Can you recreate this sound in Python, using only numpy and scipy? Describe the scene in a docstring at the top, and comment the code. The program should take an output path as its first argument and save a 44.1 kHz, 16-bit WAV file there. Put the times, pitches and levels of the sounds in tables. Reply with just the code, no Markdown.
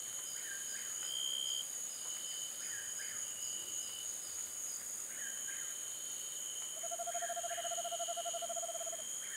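"""A throbbing cricket chorus and a buzzing katydid fill the woods at night; lower trills and dry rasps
come and go. These insects stridulate: each wing stroke gives a brief tone or a run of tooth clicks.
Far off a nightjar repeats its whistled song and something chirps high up, both echoing among the trees.
Twigs tick over a low wash of air, and there is one dull knock and one faint moan. Late on, a screech owl
close by gives one soft trill of nearly pure notes, each arching in pitch with the pressure of its puff."""
import sys
import numpy as np
from scipy import signal
from scipy.fft import rfft, irfft
from scipy.io import wavfile
from scipy.ndimage import uniform_filter1d

SR = 44100
rng = np.random.default_rng(int(sys.argv[2]) if len(sys.argv) > 2 else 0)


def transcribe(u):
    """Save the signal u as a 16-bit wav file named by the first command-line argument.

    u: samples, shape (n,) or (channels, n), limited to [-1, 1]; the rate is SR.
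    q: integer samples, one column per channel.
    """
    v = np.clip(np.atleast_2d(u).T, -1, 1)
    q = np.round(v * 32767).astype(np.int16)
    wavfile.write(sys.argv[1], SR, q)


N = 412776
TIME = np.arange(N) / SR

# Near crickets of the chorus. Each row: pitch in Hz, pulses per second, relative level in dB.
CHORUS_VOICES = [(6370, 47, -18.5), (6556, 57, -4), (6680, 67, 1), (6874, 75, -2.5), (6820, 56.7, 3),
                 (6800, 50, -4), (7150, 43, -25), (7030, 71, -5)]
# Spectrum of the far crickets. Each row: frequency in Hz, relative level in dB.
FAR_CRICKET_SPECTRUM = [(5700, -30), (6100, -25), (6400, -8.5), (6650, 0), (6820, -0.5), (7100, -12),
                        (7350, -34), (7600, -34)]
# Throbbing of the chorus. Each row: throbs per second, time of one crest in seconds, depth in dB.
CHORUS_THROBS = [(3.553, .151, 1.3), (3.389, .287, .75), (3.212, .027, .6)]
# Loudness of the near katydid. 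Each row: time in seconds, level in dB before the trim.
KATYDID_LEVELS = [(0.0, -55), (3.8, -56), (4.8, -54.5), (8.26, -58), (9.36, -56)]
# Tooth strikes in one wing stroke. Each row: position as a share of the stroke, relative level in dB.
TOOTH_STRIKES = [(.08, 0), (.19, -1), (.28, 0), (.36, 0), (.43, -3), (.55, -5)]
# Spectrum of the near katydid's buzz as picked up; the microphone or audio coder adds the narrow
# notch at 13.9 kHz. Each row: frequency in Hz, relative level in dB.
PICKED_UP_BUZZ_SPECTRUM = [(6500, -30), (7700, -3), (9500, 3), (10800, -1), (12300, -1), (12700, -6),
                           (13500, -4), (13900, -10), (14250, -2), (14700, 1), (15200, -6), (15700, -7)]
# Spectrum of the far katydids. Each row: frequency in Hz, relative level in dB.
FAR_KATYDID_SPECTRUM = [(6800, -35), (7350, 1.5), (7500, -1), (8700, 1.5), (9800, 0.5), (11000, -9.5),
                        (12300, -18), (12800, -39), (15700, -35)]
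# Pulsed trills, likely tree crickets. Each row: start, end and swell time in seconds, pitch in Hz,
# pulses per second, share of each stroke that sounds, level in dB before the trim.
TRILL_BOUTS = [(-.2, .92, .1, 3060, 66.5, .8, -55), (.94, 1.618, .2, 3150, 66.2, .68, -41),
               (1.5, 4.7, .1, 3020, 66, .9, -64.5), (1.8, 3.3, .2, 3055, 66, .8, -55.7),
               (1.88, 2.47, .3, 3025, 68, .85, -52.7), (3.22, 4.03, .26, 2985, 68, 1, -50.5),
               (5.08, 6.96, .15, 3060, 66.7, .8, -55), (6.08, 6.72, .15, 3020, 68.5, .68, -53.5),
               (6.94, 9.5, .12, 3140, 66.5, .66, -53.5), (7.38, 8.42, .25, 2985, 68, 1, -50.3)]
# Distant insect rasping. Each row: start and end in seconds, full level in dB before the trim.
RASP_BOUTS = [(-.8, .22, -63), (.2, .93, -63), (1.4, 2.65, -62), (3.5, 4.5, -63), (5.55, 6.38, -61),
              (7.0, 8.48, -63)]
# Spectra of the rasp and of the night air. 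Each row: frequency in Hz, relative level in dB.
RASP_SPECTRUM = [(3200, -33), (3550, 5), (4000, 2), (4400, 1), (4650, -9.5)]
AIR_SPECTRUM = [(15, -67), (25, -29), (48, -17), (64, -14.5), (85, -6), (152, -5.5), (216, -5), (295, -5.5),
                (331, -2), (470, -3), (560, 1), (842, -7.5), (1480, -3), (1910, -6), (2600, -9.5),
                (3380, -11), (5720, -120)]
# A far low drone, perhaps traffic. Each row: time in seconds, pitch in Hz, level in dB.
DRONE_CONTOUR = [(0, 125, -81), (2.3, 120, -88), (2.8, 108, -73.5), (3.5, 104, -75), (4.0, 88, -74.5),
                 (5.0, 84, -81), (6.2, 120, -92)]
# Songs of the nightjar. Each row: time in seconds, level in dB before the trim.
NIGHTJAR_SONGS = [(.365, -45), (2.621, -43.5), (5.105, -44.5), (7.119, -44), (9.232, -43)]
# One contour per syllable: a faint cluck, then two whistles.
# Each row: offset from the song's time in seconds, pitch in Hz, relative level in dB.
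NIGHTJAR_SYLLABLES = [
    [(-.32, 2400, -26), (-.305, 2050, -10), (-.29, 1700, -11), (-.275, 1400, -30)],
    [(-.03, 1250, -17), (-.002, 1650, -5), (.011, 2100, -7), (.022, 2480, -9), (.037, 1900, -9),
     (.057, 1350, -11), (.072, 1650, -7), (.092, 1940, -3), (.118, 1700, 1), (.148, 1630, 0),
     (.172, 1480, -16)],
    [(.358, 1400, -16), (.376, 1620, 2), (.39, 1720, 0), (.4, 2150, -6), (.411, 2540, -7), (.424, 2000, -7),
     (.445, 1650, -6), (.465, 2100, -8), (.51, 1400, -9), (.55, 1200, -18)],
]
# Clear snaps in the foliage. Each row: time in seconds, level in dB before the trim.
CLEAR_TICKS = [(0.189, -46), (1.028, -42), (2.165, -46), (2.514, -49), (4.47, -50), (4.9986, -54),
               (6.621, -45), (8.7894, -47), (8.8478, -51)]
# Spectrum of a snap. Each row: frequency in Hz, relative level in dB.
TICK_SPECTRUM = [(400, -8), (900, -0.5), (1400, 4), (2400, 0), (4000, -7), (7000, -32)]
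# High falling chirps. Each entry: time in seconds.
CHIRP_TIMES = [.27, .685, 1.04, 1.468, 1.91, 2.278, 2.615, 2.985, 3.42, 3.825, 4.228, 4.688]
# One chirp. Each row: offset from its time in seconds, pitch as a ratio, relative level in dB.
CHIRP_CONTOUR = [(-.025, .955, -16), (-.008, .995, -3), (.005, 1.012, 0), (.03, .985, 0), (.06, .952, -2),
                 (.1, .91, -13)]
# Spectra of the knock and of the moan. Each row: frequency in Hz, relative level in dB.
KNOCK_SPECTRUM = [(500, -4), (800, -2), (1150, 1), (1600, -7), (2500, -20)]
MOAN_SPECTRUM = [(280, -18), (335, -2), (385, -4), (450, -14)]
# The owl quickens, eases off, then hurries to the end. Each row: time in seconds, notes per second.
OWL_NOTE_RATES = [(6.78, 13.61), (6.835, 12.45), (7.713, 15.15), (8.046, 11.22), (8.357, 12.5),
                  (8.636, 17.06), (8.94, 16.31)]
# How hard the owl sings. Each row: time in seconds, peak level of the fundamental in dB.
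OWL_LEVELS = [(6.78, -48.5), (6.85, -41.5), (6.96, -38), (7.25, -36.5), (7.6, -38), (8.03, -37),
              (8.63, -38), (8.77, -40), (8.94, -41.5), (9.0, -47.5)]


def from_db(db):
    """Amplitude grows tenfold for every 20 dB."""
    return 10 ** (np.asarray(db) / 20)


def unit_power(x):
    """Dividing a signal by its RMS value gives it unit power."""
    return x / np.sqrt(np.mean(x ** 2) + 1e-20)


def along(rows, at=TIME):
    """Linear interpolation reads each later column of a table against the first."""
    first, *columns = np.transpose(rows)
    return [np.interp(at, first, column) for column in columns]


def drift(cutoff_hz):
    """Low-pass filtering turns white noise into a smooth fluctuation of unit power."""
    hz = np.fft.rfftfreq(N, 1 / SR)
    return unit_power(irfft(rfft(rng.standard_normal(N)) / (1 + (hz / cutoff_hz) ** 4), N))


def coloured(x, spectrum):
    """A filter imposes a spectrum that falls 40 dB per octave beyond its ends; output has unit power."""
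    hz = np.maximum(np.fft.rfftfreq(N, 1 / SR), 1)
    points_hz, db = np.transpose(spectrum)
    octaves_outside = np.abs(np.log2(hz / np.clip(hz, points_hz[0], points_hz[-1])))
    gain = from_db(np.interp(np.log(hz), np.log(points_hz), db) - 40 * octaves_outside)
    return unit_power(irfft(rfft(x) * gain, N))


def hiss(spectrum):
    """Filtered white noise takes on the spectrum of the filter."""
    return coloured(rng.standard_normal(N), spectrum)


def phase_of(hz):
    """Phase is the time integral of frequency."""
    return 2 * np.pi * np.cumsum(hz) / SR


def woods(x, wet_db, t60):
    """Scattering from trunks and leaves adds to the direct sound a tail that falls 60 dB in t60 seconds."""
    t = TIME[:SR]
    build_up = np.clip((t - .004) / .015, 0, 1)
    scatter = rng.standard_normal(SR) * from_db(-60 * t / t60) * build_up
    return x + from_db(wet_db) * signal.fftconvolve(x, scatter / np.linalg.norm(scatter))[:N]


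def stridulation(per_s, hz, duty, sag, jitter, slip_rad):
    """Each wing stroke excites a short, sagging tone; timing, pitch, strength and phase vary by chance."""
    strokes = np.cumsum(per_s * (1 + jitter * drift(30))) / SR
    position, index = strokes % 1, strokes.astype(int)
    detune, strength, start_phase = rng.standard_normal((3, index[-1] + 1))[:, index]
    pulse = np.sin(np.pi * np.minimum(position / duty, 1)) * from_db(.5 * strength)
    pitch = hz * (1 + .1 * jitter * detune - sag * (position - duty / 2))
    return unit_power(pulse * np.sin(phase_of(pitch) + slip_rad * start_phase))


def cricket_chorus(level_db=-45, waver_db=.78):
    """Near and far crickets superpose and throb together at three close rates, which beat."""
    near = sum(from_db(db) * stridulation(per_s, hz, duty=.85, sag=.012, jitter=.04, slip_rad=.82)
               for hz, per_s, db in CHORUS_VOICES)
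    voices = unit_power(woods(near, wet_db=-6, t60=.18)) + from_db(-1) * hiss(FAR_CRICKET_SPECTRUM)
    throb_db = sum(depth * np.cos(2 * np.pi * per_s * (TIME - crest))
                   for per_s, crest, depth in CHORUS_THROBS)
    return unit_power(voices) * from_db(level_db + throb_db + waver_db * drift(9))


def close_echoes(x, decay_s, ring_db):
    """Short echoes from nearby surfaces follow every click briefly, rippling its spectrum."""
    ring = rng.standard_normal(SR // 20) * np.exp(-TIME[:SR // 20] / decay_s)
    return x + from_db(ring_db) * signal.fftconvolve(x, ring / np.linalg.norm(ring))[:N]


def katydids(strokes_per_s=63.8, count=620, tooth_s=.00026, trim_db=-.5, far_db=-53):
    """Tooth impacts excite the wing in a short run each stroke; far katydids merge into hiss."""
    strokes = np.arange(count) + np.cumsum(rng.normal(0, .0068, count))
    clicks = np.zeros(N)
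    for share, db in TOOTH_STRIKES:
        strike_s = (strokes + share + rng.normal(0, .014, count)) / strokes_per_s
        at = (strike_s * SR).astype(int)
        clicks[at[at < N]] += from_db(db + rng.normal(0, 1, count))[at < N]
    decays = signal.lfilter([1], [1, -np.exp(-1 / (tooth_s * SR))], clicks + 1e-18)
    bursts = decays * rng.choice([-1, 1], N)
    echoed = close_echoes(bursts, decay_s=.004, ring_db=-3)
    buzz = coloured(woods(echoed, wet_db=-6, t60=.25), PICKED_UP_BUZZ_SPECTRUM)
    far = coloured(close_echoes(rng.standard_normal(N), decay_s=.0056, ring_db=-10), FAR_KATYDID_SPECTRUM)
    return buzz * from_db(along(KATYDID_LEVELS)[0] + trim_db) + from_db(far_db) * far


def trills(swell_db=16, trim_db=-.15, run_up=.055, near_db=-38, far_db=-73.5):
    """Stridulation swells up to pitch, holds and stops dead; the fainter it is, the more is scattered."""
    direct, to_scatter = np.zeros(N), np.zeros(N)
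    for start, end, swell_s, hz, per_s, duty, db in TRILL_BOUTS:
        gate = np.clip(np.minimum(TIME - start, end - TIME) / .006, 0, 1)
        slack = np.clip(1 - (TIME - start) / swell_s, 0, 1)
        level = gate * from_db(db + trim_db - swell_db * slack)
        pitch = hz * (1 - run_up * slack)
        song = level * stridulation(per_s, pitch, duty, sag=.08, jitter=.016, slip_rad=.83)
        echo_share = np.clip((near_db - db) / (near_db - far_db), 0, 1)
        direct += np.sqrt(1 - echo_share) * song
        to_scatter += np.sqrt(echo_share) * song
    echo = woods(to_scatter, wet_db=0, t60=.24) - to_scatter
    return direct + echo


def rasps(swell_db=8, trim_db=-3.5, low_hz=3500.0, high_hz=4480.0, edge_db=-3.5, per_s=99):
    """Amplitude-modulated noise makes a dry rasp; a narrow band climbs in pitch as each bout grows."""
    level, edge_hz = np.zeros(N), np.full(N, low_hz)
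    for start, end, db in RASP_BOUTS:
        on = (TIME > start) & (TIME < end)
        effort = np.minimum(1.5 * (TIME[on] - start) / (end - start), 1)
        level[on] = from_db(db + trim_db - swell_db * (1 - effort) ** 1.5)
        edge_hz[on] = low_hz + (high_hz - low_hz) * effort
    edge = from_db(edge_db) * drift(130) * np.sin(phase_of(edge_hz))
    pulses = 1 + .55 * np.sin(phase_of(per_s * (1 + .06 * drift(17))))
    return uniform_filter1d(level, size=1500) * pulses * (hiss(RASP_SPECTRUM) + edge)


def night_air(air_db=-60.5, leaf_db=-63.5, hum_db=-76, hum_hz=227.0):
    """Broadband noise gives a low wash and leaf hiss; narrowband noise gives a far drone and a hum."""
    drone_hz, drone_db = along(DRONE_CONTOUR)
    phase = phase_of(drone_hz)
    drone = from_db(drone_db) * (drift(17) * np.sin(phase) + drift(9.1) * np.cos(phase))
    hum = from_db(hum_db) * drift(3.9) * np.sin(phase_of(np.full(N, hum_hz)))
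    leaves = hiss([(1800, -4), (2600, -4), (3100, 4), (4200, 1.5), (5300, -5), (6200, 0), (15000, -18)])
    return from_db(air_db) * hiss(AIR_SPECTRUM) + from_db(leaf_db) * leaves + drone + hum


def whistle(time_s, contour, waver):
    """A pure tone follows a contour of pitch and level, made unsteady by random frequency modulation."""
    on = (TIME > time_s + contour[0][0]) & (TIME < time_s + contour[-1][0])
    offset_s = TIME[on] - time_s
    hz, db = along(contour, offset_s)
    tremor = np.interp(offset_s, np.linspace(-1, 1, 300), rng.standard_normal(300))
    tone = np.zeros(N)
    tone[on] = from_db(db) * np.sin(phase_of(hz * (1 + waver * tremor)))
    return tone


def nightjar(trim_db=-5.5, waver=.025):
    """A repeated whistled song is half masked by its own reverberation among the trees."""
    songs = sum(from_db(db + trim_db) * whistle(time_s, syllable, waver)
                for time_s, db in NIGHTJAR_SONGS for syllable in NIGHTJAR_SYLLABLES)
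    thicket = woods(songs, wet_db=0, t60=.08)
    return woods(thicket, wet_db=-2, t60=1.0)


def twig_ticks(t60=.047, trim_db=-4.5, faint_per_s=7.5):
    """Twigs and leaves snap in exponentially decaying noise bursts, a few clear among many faint."""
    snaps = (rng.random(N) < faint_per_s / SR) * from_db(-60.5 + 6.8 * rng.uniform(-.58, 1, N))
    for time_s, db in CLEAR_TICKS:
        snaps[int(time_s * SR)] += from_db(db + trim_db)
    decays = signal.lfilter([1], [1, -from_db(-60 / (t60 * SR))], snaps + 1e-18)
    return woods(decays * hiss(TICK_SPECTRUM), wet_db=-3, t60=.22)


def high_chirps(pitch_hz=4983, pitch_spread=.00516, level_db=-55.5, waver=.0035):
    """Scattering from near leaves breaks up thin, arched chirps, and long reverberation follows."""
    pitches = pitch_hz * (1 + pitch_spread * rng.standard_normal(len(CHIRP_TIMES)))
    chirps = sum(whistle(time_s, np.array(CHIRP_CONTOUR) * [1, hz, 1], waver)
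                 for time_s, hz in zip(CHIRP_TIMES, pitches))
    thicket = woods(from_db(level_db) * chirps, wet_db=-3, t60=.08)
    return woods(thicket, wet_db=0, t60=1.84)


def knock(start_s=2.05, level_db=-51.5, attack_s=.0049, t60=.15):
    """A quickly damped burst of noise makes a dull knock, blurred by scattering from the trees."""
    age = np.maximum(TIME - start_s, 0)
    envelope = np.minimum(age / attack_s, 1) * from_db(level_db - 60 * np.minimum(age / t60, 2))
    return woods(envelope * hiss(KNOCK_SPECTRUM), wet_db=-1, t60=.3)


def moan(centre_s=3.66, length_s=.22, level_db=-63.5):
    """A low, narrow band of noise under a Gaussian envelope is heard as a faint, hollow moan."""
    envelope = np.exp(-(2 * (TIME - centre_s) / length_s) ** 2)
    return from_db(level_db) * envelope * hiss(MOAN_SPECTRUM)


def owl_beats(centre_s, end_s):
    """Period is the reciprocal of rate: each note's centre lies one period after the last."""
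    while centre_s < end_s:
        period_s = 1 / along(OWL_NOTE_RATES, centre_s)[0]
        yield centre_s, period_s
        centre_s += period_s


def screech_owl(start_s=6.778, end_s=9.03, pitch_hz=701, hz_per_db=3.4, sink_hz_per_s=7, echo_s=.016):
    """The pitch of each nearly pure note rises and sinks with the pressure of the puff that drives it."""
    voice = np.zeros(N)
    wobble = 1 + .0036 * drift(89)
    attack, release, arch_top = .39, .33, .462   # shares of a note's length
    for centre_s, period_s in owl_beats(start_s, end_s):
        db, = along(OWL_LEVELS, centre_s)
        effort_db = db + 37   # zero at full effort
        top_hz = pitch_hz + hz_per_db * effort_db - sink_hz_per_s * (centre_s - start_s)
        length_s = .745 * period_s * np.exp(.035 * effort_db)   # weak notes are shorter
        span = slice(int((centre_s - length_s / 2) * SR), int((centre_s + length_s / 2) * SR))
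        position = (TIME[span] - centre_s) / length_s + .5
        ramp = np.clip(np.minimum(position / attack, (1 - position) / release), 0, 1)
        swell = np.sin(np.pi / 2 * ramp) ** 2
        arch = 1 - .11 * (2 * (position - arch_top)) ** 2
        phase = phase_of(top_hz * arch * wobble[span])
        overtones = from_db(-16) * np.sin(2 * phase) + from_db(-33) * np.sin(3 * phase)
        voice[span] += from_db(db) * (swell * np.sin(phase) + swell ** .75 * overtones)
    limb_echo = from_db(-20.5) * np.interp(TIME - echo_s, TIME, voice)
    return woods(voice + limb_echo, wet_db=-23, t60=.66)   # close by, so direct sound dominates


def scene():
    """By superposition, the pressures of all the sources add at one microphone."""
    insects = cricket_chorus() + katydids() + trills() + rasps()
    surroundings = night_air() + nightjar() + twig_ticks() + high_chirps() + knock() + moan()
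    return (insects + surroundings + screech_owl())[None]


def record(dry, cutoff_hz=15720):
    """A steep linear-phase low-pass filter removes the highest treble."""
    low_pass = signal.firwin(801, cutoff_hz, fs=SR)
    return signal.fftconvolve(dry, low_pass[None], mode="same")


dry = scene()
out = record(dry)
transcribe(out)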